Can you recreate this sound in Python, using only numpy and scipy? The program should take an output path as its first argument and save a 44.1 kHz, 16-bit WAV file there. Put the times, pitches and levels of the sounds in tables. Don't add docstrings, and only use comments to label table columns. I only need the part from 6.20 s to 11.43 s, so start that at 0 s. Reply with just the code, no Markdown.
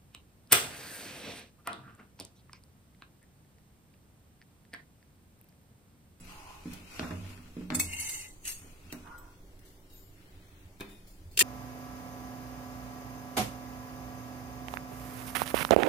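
import sys
import numpy as np
from scipy import signal
from scipy.fft import rfft, irfft
from scipy.io import wavfile
from scipy.ndimage import uniform_filter1d

SR = 44100
rng = np.random.default_rng(int(sys.argv[2]) if len(sys.argv) > 2 else 0)


def transcribe(u):
    v = np.clip(np.atleast_2d(u).T, -1, 1)
    q = np.round(v * 32767).astype(np.int16)
    wavfile.write(sys.argv[1], SR, q)


def level_to_linear(level):
    exponent = np.asarray(level, float) / 20
    return 10 ** exponent


N = 230476

# start [s], level [dB], tick [dB], sharpness [0-1], wall wash [dB].
THUMP_BLOWS = [(0.005, -50, -64, 0.1, -80.5), (0.456, -33.5, -61, 0.51, -46), (0.535, -50, -45, 0.04, -47),
               (0.795, -31, -14.5, 0.98, -49), (0.829, -32, -50, 0.45, -31.5),
               (0.908, -35, -29.5, 0.92, -34.5), (0.925, -44.5, -61, 0.64, -68),
               (1.044, -50, -51, 0.4, -46.5), (1.101, -50.5, -56, 0.6, -52), (1.176, -48, -39, 0.44, -47.5),
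               (1.259, -52, -48, 0.2, -51), (1.367, -33, -49, 0.62, -47.5), (1.41, -37, -51, 0.65, -47.5),
               (1.503, -33.5, -18, 0.77, -31), (1.522, -31.5, -26, 0.27, -32.5),
               (1.57, -34, -40, 0.57, -41), (2.726, -38.5, -26.5, 0.99, -39), (.803, -36, -60, 0.38, -57),
               (1.546, -42.5, -60, 0.14, -36), (1.6, -44, -60, 0.3, -48), (2.417, -54.5, -70, 0.25, -54),
               (2.449, -51.5, -70, 0.8, -56), (2.65, -53, -71, 0.37, -67), (2.733, -43, -62, 0.44, -64),
               (2.875, -62, -42, 0.96, -53)]
# frequency [Hz], level [dB], t60 [s].
COUNTER_MODES = [(209, 10, 0.12), (289, -7, 0.27), (380, 11, 0.056), (480, -23, 0.15), (690, -12, 0.097),
                 (970, 5.5, 0.018), (3610, 9.5, 0.031), (1610, 7, 0.016), (2340, 5, 0.054),
                 (3540, -18, 0.27)]


def evened(x):
    return x / np.sqrt(np.mean(x ** 2) + 1e-20)


def peaked(x):
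    return x / abs(x).max()


def read(points, hz):
    f, value = np.transpose(points)
    return np.interp(np.log(hz + 1), np.log(f + 1), value)


def add(mix, s, sound):
    part = mix[:, round(s * SR):][:, :sound.shape[1]]
    part += sound[:, :part.shape[1]]


def above(x, hz):
    return signal.sosfilt(signal.butter(2, hz, "high", fs=SR, output="sos"), x)


def ring(modes, scatter_db=0, size=15000, wide=1):
    hz, db, t60 = np.transpose(modes)[:, :, None]
    t = np.arange(size) / SR
    level, phase, share = rng.standard_normal((3, len(hz), 1))
    apart = wide * np.minimum(hz / 1000, 1) ** 2
    swing = level_to_linear(db + scatter_db * level - 60 * t / np.clip(t60, .01, .7))
    ports = []
    for side in (1, -1):
        wave = np.sin(2 * np.pi * hz * t + side * 1.13 * apart * phase)
        ports.append((swing * level_to_linear(side * 2.6 * apart * share) * wave).sum(0))
    return np.array(ports)


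def struck(body, contact_s):
    t = np.arange(SR // 20) / SR
    chatter = rng.standard_normal(len(t)) * t * np.exp(-t / contact_s)
    return peaked(signal.fftconvolve(body, chatter[None], axes=1))


def crack(decay_s, low_hz, high_hz, rise_s=0.00038):
    t = np.arange(SR // 8) / SR
    band = signal.butter(2, [low_hz, min(high_hz, .45 * SR)], "band", fs=SR, output="sos")
    noise = evened(signal.sosfilt(band, rng.standard_normal((2, len(t)))))
    return noise * np.exp(-t / decay_s) * np.minimum(t / rise_s, 1)


def span(strokes):
    return np.arange(max(strokes[0][0] - .15, 0), sum(strokes[-1][:2]) + .35, 1 / SR)


def effort(strokes, t, rise_db_s):
    s, hold, db, fall = np.transpose(strokes)[:, :, None]
    before = np.maximum(s - t, 0)
    after = np.maximum(t - s - hold, 0)
    return level_to_linear(db - rise_db_s * before - abs(fall) * after).sum(0)


def slips(count, per_s, spread_db):
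    chance, size, sign = rng.random((3, count))
    clicks = (chance < per_s / SR) * level_to_linear(-spread_db * np.log(size + 0.0046))
    return evened(clicks * np.sign(sign - .5))


def rubbed(mix, strokes, peaks, per_s, spread_db, rise_db_s, split_hz=0, low=None, sag_per_s=0):
    t = span(strokes)
    force = slips(len(t), per_s, spread_db) * signal.windows.tukey(len(t), .05)
    modes = np.array([(hz, level + 10 * np.log10(width), np.log(1000) / np.pi / width)
                      for hz, width, level in peaks])
    hz = modes[:, 0]
    sag_under_hz = 2300 if sag_per_s else 0
    parts = [(hz >= split_hz, strokes, 0),
             ((hz < split_hz) & (hz >= sag_under_hz), low, 0),
             (hz < sag_under_hz, low, sag_per_s)]
    for part, rows, drop in parts:
        if not part.any():
            continue
        body = ring(modes[part], size=6000, wide=1 if hz[part].max() > 4500 else .5)
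        body *= np.minimum(np.arange(6000) / 25, 1)
        drive = force * effort(rows, t, rise_db_s)
        sound = signal.fftconvolve(drive[None], body / np.linalg.norm(body) * np.sqrt(2), axes=1)
        clock = t[0] + np.arange(sound.shape[1]) / SR
        slowed = clock - drop / 2 * np.maximum(clock - rows[0][0], 0) ** 2
        add(mix, t[0], np.array([np.interp(slowed, clock, port) for port in sound]))


def brushed(mix, groups, colour, per_s, spread_db, rise_db_s):
    taps = np.fft.fftshift(irfft(level_to_linear(read(colour, np.fft.rfftfreq(512, 1 / SR)))))
    for strokes in groups:
        t = span(strokes)
        grit = np.array([slips(len(t), per_s, spread_db) for port in "LR"])
        grit = evened(signal.fftconvolve(grit, taps[None], "same", axes=1))
        add(mix, t[0], effort(strokes, t, rise_db_s) * grit)


def fine(low_hz, high_hz, width, db, count=70):
    place, size = rng.random((2, count))
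    hz = low_hz + (high_hz - low_hz) * (np.arange(count) + place) / count
    return [(f, width, db - 10 * q) for f, q in zip(hz, size)]


def widened(peaks):
    return [(hz, max(width, 42), db + 10 * np.log10(max(width, 42) / 60)) for hz, width, db in peaks]


def room_hum():
    # frequency [Hz], density [dB per Hz].
    hum_colour = [(12, -31), (20, 1), (60, -22.5), (100, -10), (216, -26.5), (300, -20), (1200, -33),
                  (16000, -39)]
    # frequency [Hz], left-right likeness [-1 to 1].
    likeness = [(60, 0.96), (180, 0.99), (550, 0.81), (1650, -0.38), (4970, 0.13), (15000, -0.088)]
    # frequency [Hz], width [Hz], level [dB].
    room_tones = [
        (82.4, 5.9, -70),
        (182.5, 8.3, -72),
        (290.5, 8.5, -73.5),
        (384, 38, -78),
    ]
    # start [s], hold [s], level [dB], fall [dB per s].
    footfalls = [
        (2.428, 0.16, -46, 104),
        (4.4, 0.065, -46.5, 200),
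        (5.038, 0.045, -36, 150),
    ]
    frames, hz = N // 512 + 5, np.fft.rfftfreq(2048, 1 / SR)[:, None]
    a, b, c, d, patches = rng.standard_normal((frames, 1025, 5)).T
    patches = evened(uniform_filter1d(uniform_filter1d(patches, 20, axis=0), 8, axis=1))
    same, left = np.clip(read(likeness, hz), -1, 1), a + 1j * b
    z = np.array([left, same * left + np.sqrt(1 - same ** 2) * (c + 1j * d)])

    def wave(size):
        return evened(signal.istft(z * size, nperseg=2048, noverlap=1536)[1][:, :N])

    noise = level_to_linear(-54.5) * wave(level_to_linear(read(hum_colour, hz) + patches))
    tones = [level_to_linear(db) * wave(1 / (1 + (2 * (hz - f) / width) ** 4)) for f, width, db in room_tones]
    blows = [(s + 0.021, 0, db - 16, 138) for s, db, *rest in THUMP_BLOWS]
    shake = level_to_linear(-50) + effort(blows + footfalls, np.arange(N) / SR, rise_db_s=193)
    return noise + tones[0] * shake * level_to_linear(54.0) + sum(tones[1:])


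def steel_touches():
    # start [s], level [dB], first mode [Hz], second mode [Hz], tick [dB].
    touches = [(0.535, -80, 7960, 10500, -38.5), (2.7, -57, 2700, 3100, -74),
               (2.7249, -61, 7860, 10500, -33.5), (2.98, -57.5, 7880, 13640, -49),
               (3.391, -72, 9440, 14500, -53), (3.451, -81, 5000, 8200, -58), (3.699, -72, 3800, 2863, -61),
               (3.725, -65, 11600, 13400, -60.5), (3.757, -71.5, 7490, 6880, -69),
               (4.689, -71.5, 9770, 3710, -58.5), (4.87, -77, 7000, 8600, -57),
               (5.112, -74, 4430, 4420, -57.5), (0.002, -60.5, 10000, 7730, -58),
               (0.044, -67, 12100, 9440, -58)]
    lift_s, wet_t60, free_t60 = 3.42, 0.054, 1
    mix = np.zeros((2, N))
    for s, db, first_hz, second_hz, tick_db in touches:
        t60 = wet_t60 if s < lift_s else free_t60
        pairs = [(hz * split, 0, t60) for hz in (first_hz, second_hz) for split in (.994, 1.005)]
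        body = ring(pairs, scatter_db=-2.0, size=10000, wide=0.66)
        add(mix, s, level_to_linear(db + 13.5) * struck(body, 0.004))
        add(mix, s, level_to_linear(tick_db) * crack(t60 / 12, 2800, 19000))
    return mix


def pot_thumps():
    # frequency [Hz], level [dB], t60 [s].
    pot_modes = [(85.5, -2, 0.8), (181.9, 3.5, 0.22), (222.6, -19, 0.98), (246.9, 0, 0.4), (289.8, 0, 0.13),
                 (349, -22, 0.2), (369.6, -1, 0.11), (444, -6.5, 0.13), (616, -2.5, 0.077),
                 (797, -17, 0.13), (1024, -12, 0.074), (1220, -22, 0.089), (1385, -2, 0.1),
                 (2150, -26, .08), (2700, -26, .08)]
    mix = np.zeros((2, N))
    for s, db, tick_db, sharp, wash_db in THUMP_BLOWS:
        push = signal.windows.hann(int(40 + 160 * (1 - np.clip(sharp, 0, 1))))
        thump = signal.fftconvolve(ring(pot_modes, scatter_db=1.9), push[None], axes=1)
        add(mix, s, level_to_linear(db + 4.0) * peaked(above(thump, 191)))
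        add(mix, s, level_to_linear(tick_db - 1.5) * crack(0.00066, 720, 3620, rise_s=0.00047))
        wash = crack(0.024, 127, 2000)
        add(mix, s, level_to_linear(wash_db - 8.0) * (wash + 0.24 * wash[::-1]))
    return mix


def bottom_drag():
    # start [s], hold [s], level [dB], fall [dB per s].
    drags = [
        [(0.09, 0.009, -51.5, 81.5), (.19, 0.0088, -61.5, 80), (.31, 0.013, -59.5, 60),
         (0.534, 0.0013, -51, 151), (0.75, 0.072, -48, 58.3), (1.105, 0.0064, -54.5, 302),
         (1.15, 0.13, -66, 204), (1.378, 0.06, -62.5, 136)],
        [(2.4, 0.057, -60.5, 46.5), (2.7, 0.014, -64, 403), (2.784, 0.022, -61.5, 48.4)],
    ]
    # frequency [Hz], density [dB per Hz].
    drag_colour = [(880, -10), (1500, -6), (1610, -14), (2610, -2.5), (3480, -11.5), (5940, -12),
                   (14200, -19), (16000, -30)]
    mix = np.zeros((2, N))
    brushed(mix, drags, drag_colour, per_s=7000, spread_db=3.2, rise_db_s=132)
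    return mix


def bottom_groans():
    # start [s], hold [s], level [dB], fall [dB per s].
    groans = [
        [(0.095, 0.018, -57.5, 60), (.2, 0.017, -60, 100), (.27, 0.034, -58.5, 120), (.378, .005, -66, 250)],
        [(0.812, 0.01, -49, 350), (.845, 0.018, -60, 300), (0.912, 0.0028, -49, 600)],
        [(2.845, 0.0098, -60, 200), (2.874, 0.014, -50.5, 250), (2.93, 0.019, -54.5, 200),
         (3.03, 0.033, -61, 160)],
    ]
    # frequency [Hz], width [Hz], level [dB].
    groan_modes = [
        [(854, 22, -1.5), (914, 19, -4), (998, 77, 3), (1047, 67, -1), (1195, 28, -8)],
        [(800, 90, -1), (1070, 120, -1), (1200, 140, 2), (1346, 55, 2), (1600, 110, -24)],
        [(526, 13, 2), (840, 230, -25), (990, 74, 15.5), (1154, 50, 13), (1250, 43, 10.5), (1416, 28, 17.5)],
    ]
    mix = np.zeros((2, N))
    for strokes, peaks in zip(groans, groan_modes):
        rubbed(mix, strokes, peaks, per_s=6000, spread_db=3, rise_db_s=450)
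    return mix


def stand_sway():
    # start [s], level [dB], frequency [Hz], t60 [s].
    sways = [
        (0.839, -68, 85.5, .4),
        (0.916, -39, 95.3, 0.8),
        (1.005, -54, 95.2, 0.8),
        (1.402, -44.5, 76, 0.38),
    ]
    mix = np.zeros((2, N))
    for s, db, hz, t60 in sways:
        add(mix, s, level_to_linear(db) * struck(ring([(hz, 0, t60)]), 0.0024))
    return mix


def rim_clinks():
    # frequency [Hz], level [dB], t60 [s].
    handle_modes = [(2228, -8, 0.067), (2606, -9, .08), (4390, -18, 0.14), (4865, -17, .3),
                    (6470, -8.5, 0.092), (6660, -21, 0.18), (7180, -11, 0.14), (7400, -3, .07),
                    (7580, -7.5, 0.18), (7913, 3.5, 0.07), (8600, -2.5, 0.15), (9020, -11, .18),
                    (9220, -4, 0.11), (9920, -13, 0.1), (10000, 2, 0.055), (10740, -7.5, 0.15),
                    (12000, -8, 0.074), (13580, -7.5, 0.035), (14200, -18, .2)]
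    # start [s], level [dB], crack [dB], freedom to ring [0-1].
    clinks = [(1.5472, -21, 15.5, 0.3), (1.5515, -22, 8, 0.55), (1.5955, -21, 15.5, 0.3),
              (1.5985, -15, -1, 0.43), (1.606, -19.5, 6, 0.68), (1.7328, -39, 20, 0.6),
              (1.7973, -27.5, 12.5, 1), (1.891, -32, 22.5, 0.6), (2.2522, -33, 12, 0.2),
              (2.2758, -31.5, 11, 0.6), (2.2898, -33, 4, 0.3), (2.316, -36.5, 16, 0.34)]
    mix = np.zeros((2, N))
    for s, db, crack_db, free in clinks:
        held = [(hz, level, min(t60, .25) * free) for hz, level, t60 in handle_modes]
        add(mix, s - .001, level_to_linear(db + 4.0) * struck(ring(held, scatter_db=2.0, size=8000), 0.0013))
        add(mix, s, level_to_linear(db + crack_db - 17.5) * crack(0.007, 2600, 13200, rise_s=0.0041))
    return mix


def scraping_grit(mix, strokes):
    # frequency [Hz], density [dB per Hz].
    grit_colour = [(2000, -19), (3300, -10.5), (4320, -11.5), (5120, -23), (6230, 0), (9790, -4.5),
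                   (12800, -15), (15800, -17)]
    softer = [(s, hold, db - 4, fall) for s, hold, db, fall in strokes]
    brushed(mix, [softer], grit_colour, per_s=9000, spread_db=2.2, rise_db_s=503)


def rim_pull():
    # start [s], hold [s], level [dB], fall [dB per s].
    jerks = [
        (1.636, 0.0043, -42.5, 228),
        (1.7, .02, -49, 100),
        (1.738, 0.004, -52.5, 121),
        (1.804, 0.014, -39.5, 141),
        (1.851, .02, -48, 98),
        (1.893, 0.0055, -42.5, 147),
        (1.942, 0.0046, -45.5, 150),
        (2.0, 0.017, -54, 172),
    ]
    # start [s], hold [s], level [dB], fall [dB per s].
    pulls = [
        (1.68, 0.015, -52, 150),
        (1.73, 0.011, -48.5, 200),
        (1.79, .01, -53.5, 201.3),
        (1.825, 0.021, -50.5, 220),
        (1.885, .005, -54, 300),
        (1.94, 0.0096, -50.5, 260),
        (1.985, 0.0081, -59.5, 295),
        (2.025, 0.013, -57, 500),
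        (2.055, 0.0057, -59, 600),
    ]
    # frequency [Hz], width [Hz], level [dB].
    rim_low = [(922, 49, -14), (1850, 67, -16.5), (2157, 62, 0), (2610, 48, -2), (2768, 78, 6),
               (2880, 80, -5)]
    rim_high = [(3800, 39, -7), (4380, 68, -6.5), (4870, 34, -6.5), (5470, 160, -7), (5720, 38, -13),
                (6240, 140, -0.5), (6730, 41, -7.5), (7330, 81, -2.5), (7590, 33, -4), (8070, 240, -1.5),
                (8580, 63, -2), (8880, 25, -6), (9210, 83, -9), (9440, 28, -19), (9920, 160, -3.5),
                (10500, 53, -19), (11020, 180, -10), (11200, 51, -11.5), (11500, 15, -19), (11800, 37, -14),
                (12100, 62, -6), (12300, 17, -16), (12900, 65, -17), (13200, 120, -23), (13600, 35, -18),
                (13700, 29, -15), (14360, 320, -13), (15000, 41, -18), (15300, 63, -13), (15700, 33, -18)]
    rim_grain = [(1530, 780, -20), (3130, 27, -21), (3540, 350, -30), (3990, 70, -20), (7050, 220, -3)]
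    mix = np.zeros((2, N))
    peaks = rim_low + widened(rim_high) + rim_grain + fine(5850, 12500, 82, db=-14.5)
    rubbed(mix, jerks, peaks, per_s=1500, spread_db=0.63, rise_db_s=390,
           split_hz=3300, low=pulls, sag_per_s=.13)
    scraping_grit(mix, jerks)
    return mix


def wall_turn():
    # start [s], hold [s], level [dB], fall [dB per s].
    turns = [
        (2.254, 0.006, -46, 202),
        (2.277, 0.021, -40.5, 400),
        (2.318, 0.0099, -50, 300),
        (2.38, 0.013, -57.5, 88),
    ]
    # start [s], hold [s], level [dB], fall [dB per s].
    low_turns = [
        (2.258, 0.029, -45.5, 256),
    ]
    # frequency [Hz], width [Hz], level [dB].
    wall_low = [(2030, 77, -14), (2800, 170, -3)]
    wall_high = [(4550, 130, -5.5), (5300, 27, -17), (5460, 56, -16), (5860, 40, -3), (6170, 41, -10),
                 (6640, 27, 4), (7270, 34, -3), (7380, 36, -5), (7100, 22, -8), (8300, 26, 4.5),
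                 (8830, 62, -9), (8860, 27, -3), (9200, 36, -6), (9820, 56, -1.5), (10500, 64, -12),
                 (10900, 35, -12), (12000, 130, -7), (12540, 56, -3), (13200, 48, -15), (14050, 200, -9),
                 (14800, 70, -35), (15700, 29, -18)]
    wall_grain = [(1150, 540, -18.5), (1930, 300, -9.5), (2660, 280, -3), (3200, 640, -20),
                  (3800, 690, -29), (5000, 750, -27), (10940, 1200, -13)]
    mix = np.zeros((2, N))
    peaks = wall_low + widened(wall_high) + wall_grain + fine(4485, 15500, 70, db=-14)
    rubbed(mix, turns, peaks, per_s=2500, spread_db=2.0, rise_db_s=1004, split_hz=4100, low=low_turns)
    scraping_grit(mix, turns)
    return mix


def sleeve_rustle():
    # start [s], hold [s], level [dB], fall [dB per s].
    rustles = [
        [(3.424, .01, -67, 80), (3.72, .01, -95, 39.7), (3.97, 0.47, -66.5, 130)],
        [(4.629, .005, -55.5, 85)],
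    ]
    # frequency [Hz], density [dB per Hz].
    rustle_colour = [(530, -48), (900, -24), (1850, -14), (3430, -18), (4200, -20), (5890, -32),
                     (16000, -30)]
    mix = np.zeros((2, N))
    brushed(mix, rustles, rustle_colour, per_s=6500, spread_db=4.5, rise_db_s=400)
    return mix


def ladle_set_down():
    # start [s], level [dB], tick [dB].
    knocks = [
        (4.6, -38.5, -42),
        (4.607, -34, -32),
        (4.6099, -28.5, -50),
    ]
    mix = np.zeros((2, N))
    for s, db, tick_db in knocks:
        add(mix, s, level_to_linear(db) * peaked(uniform_filter1d(ring(COUNTER_MODES, wide=.3), size=3)))
        add(mix, s, level_to_linear(db - 11.0) * crack(0.0086, 280, 2500))
        add(mix, s, level_to_linear(tick_db) * crack(0.0015, 1300, 20000))
    return mix


def bowl_singing():
    # start [s], level [dB], frequency [Hz], t60 [s], swell [s].
    songs = [
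        (4.609, -44, 2512, 0.15, 0.008),
        (4.705, -62, 2500, .4, .01),
        (4.63, -58, 3570, .4, .02),
        (4.70, -58, 3670, .3, .015),
    ]
    mix = np.zeros((2, N))
    t = np.arange(SR // 2) / SR
    for s, db, hz, t60, swell_s in songs:
        swing = level_to_linear(db - 60 * t / t60 + [[1], [-1]]) * (1 - np.exp(-t / swell_s))
        add(mix, s, swing * np.sin(2 * np.pi * hz * t))
    return mix


def ladle_clatter():
    # frequency [Hz], level [dB], t60 [s].
    ladle_modes = [(1910, -7, 0.018), (2463, -8, 0.078), (2747, 1.5, 0.057), (3230, 0, 0.036),
                   (3510, -3.5, .04), (4430, 2, 0.039), (4930, -4, 0.11), (5800, -15, .05), (6070, 0, .06),
                   (6400, -10, .06), (7030, -1, 0.035), (7390, 11.5, 0.028), (7960, 4, .035),
                   (8763, 6, 0.086), (9940, -1, 0.06), (10000, -5, 0.045), (11000, -5, 0.057),
                   (11850, -4, .045), (12400, -20, 0.074), (13200, -17, .08), (14400, -14, .08),
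                   (14400, -15, .04), (16120, -2, .08)]
    # start [s], level [dB], crack [dB], thud [dB], brightness [dB per octave].
    bounces = [
        (5.1716, -22.5, -12, -54, 2),
        (5.1745, -16.5, 4.5, -29.5, -5),
        (5.1855, -28, -2, -60, -9),
        (5.1911, -4.5, 0, -64, 9),
        (5.1951, -7, -10, -34, -0.5),
        (5.2032, -13.5, 7.5, -43, 6),
        (5.2072, -9.5, -2, -34, -17),
        (5.2099, -6.5, 2, -24, -9),
        (5.215, -14, -3, -23, 1),
        (5.2235, -8, -14, -32, 1),
    ]
    mix = np.zeros((2, N))
    for s, db, crack_db, thud_db, bright_db in bounces:
        loose = [(hz, level + bright_db * np.log2(hz / 5000), t60) for hz, level, t60 in ladle_modes]
        add(mix, s, level_to_linear(db - 2.5) * above(struck(ring(loose, scatter_db=1.6, size=4000), 0.00088), 1500))
        add(mix, s, level_to_linear(db + crack_db - 9.0) * crack(0.0039, 2430, 14300, rise_s=0.00062))
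        add(mix, s, level_to_linear(thud_db) * above(struck(ring(COUNTER_MODES, size=4000), 0.0017), 274))
    return mix


def kitchen_echoes(x):
    # frequency [Hz], t60 [s].
    kitchen_t60 = [(200, 0.62), (1000, 0.58), (1500, .3), (2200, 0.23), (4000, 0.22), (12000, 0.23)]
    taps = np.zeros((2, SR // 2))
    at = np.arange(100, SR // 2 - 20, 20) + rng.integers(0, 20, (2, (SR // 2 - 101) // 20))
    np.put_along_axis(taps, at, rng.choice([-1., 1.], at.shape), 1)
    hz, t, z = signal.stft(taps, SR, nperseg=256)
    decay = level_to_linear(-60 * t / read(kitchen_t60, hz)[:, None])
    tail = signal.istft(z * decay, SR, nperseg=256)[1]
    shared = np.clip(1 - (np.fft.rfftfreq(tail.shape[1], 1 / SR) / 900) ** 2, 0, 1)
    left, right = rfft(tail)
    tail = irfft([left, shared * left + np.sqrt(1 - shared ** 2) * right], tail.shape[1])
    return signal.fftconvolve(x, tail / np.linalg.norm(tail[0]), axes=1)[:, :N]


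def scene():
    hum = room_hum()
    steel = steel_touches() + pot_thumps() + bottom_drag() + bottom_groans() + stand_sway()
    steel += above(rim_clinks() + rim_pull() + wall_turn(), 400)
    steel += sleeve_rustle() + ladle_set_down() + bowl_singing() + ladle_clatter()
    return steel + level_to_linear(-6.5) * kitchen_echoes(steel) + hum


def masked(x, margin_db, whole_db, waver_db):
    hz, t, z = signal.stft(x, SR, "cosine", nperseg=2048, noverlap=1024)
    power = (abs(z) ** 2).sum(0) + 1e-20
    strip = uniform_filter1d(power, size=7, axis=0)
    around = uniform_filter1d(power, size=80, axis=0)
    waver = uniform_filter1d(rng.standard_normal(power.shape), size=9, axis=0)
    waver = evened(uniform_filter1d(waver, size=3, axis=1))
    limit = around * level_to_linear(-2 * margin_db) + power[100:].mean(0) * level_to_linear(2 * whole_db)
    limit = limit * level_to_linear(2 * waver_db * waver)
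    keep = 1 / (1 + np.minimum(limit / abs(strip), 30) ** 8)
    keep[hz < 2300] = 1
    treble = power[100:].sum(0)
    sudden = treble > 60 * np.minimum(np.roll(treble, 1), np.roll(treble, 2))
    keep[:, sudden] = 1
    return signal.istft(z * keep, SR, "cosine", nperseg=2048, noverlap=1024)[1][:, :N]


def roll_off(x):
    return signal.sosfilt(signal.butter(12, 15800, fs=SR, output="sos"), x)


def record(dry):
    # frequency [Hz], left over right [dB].
    port_lean = [(60, -1), (150, -2.5), (380, -1), (950, -2.5), (2380, 4.5), (5980, 0.5), (15000, 0)]
    hz = np.fft.rfftfreq(N, 1 / SR)
    lean = level_to_linear(np.outer([.5, -.5], read(port_lean, hz))) * (hz < 15850)
    heard = irfft(rfft(dry) * lean, N)
    thinned = masked(heard, margin_db=3.0, whole_db=-16, waver_db=4.6)
    return roll_off(thinned)


dry = scene()
out = record(dry)
transcribe(out)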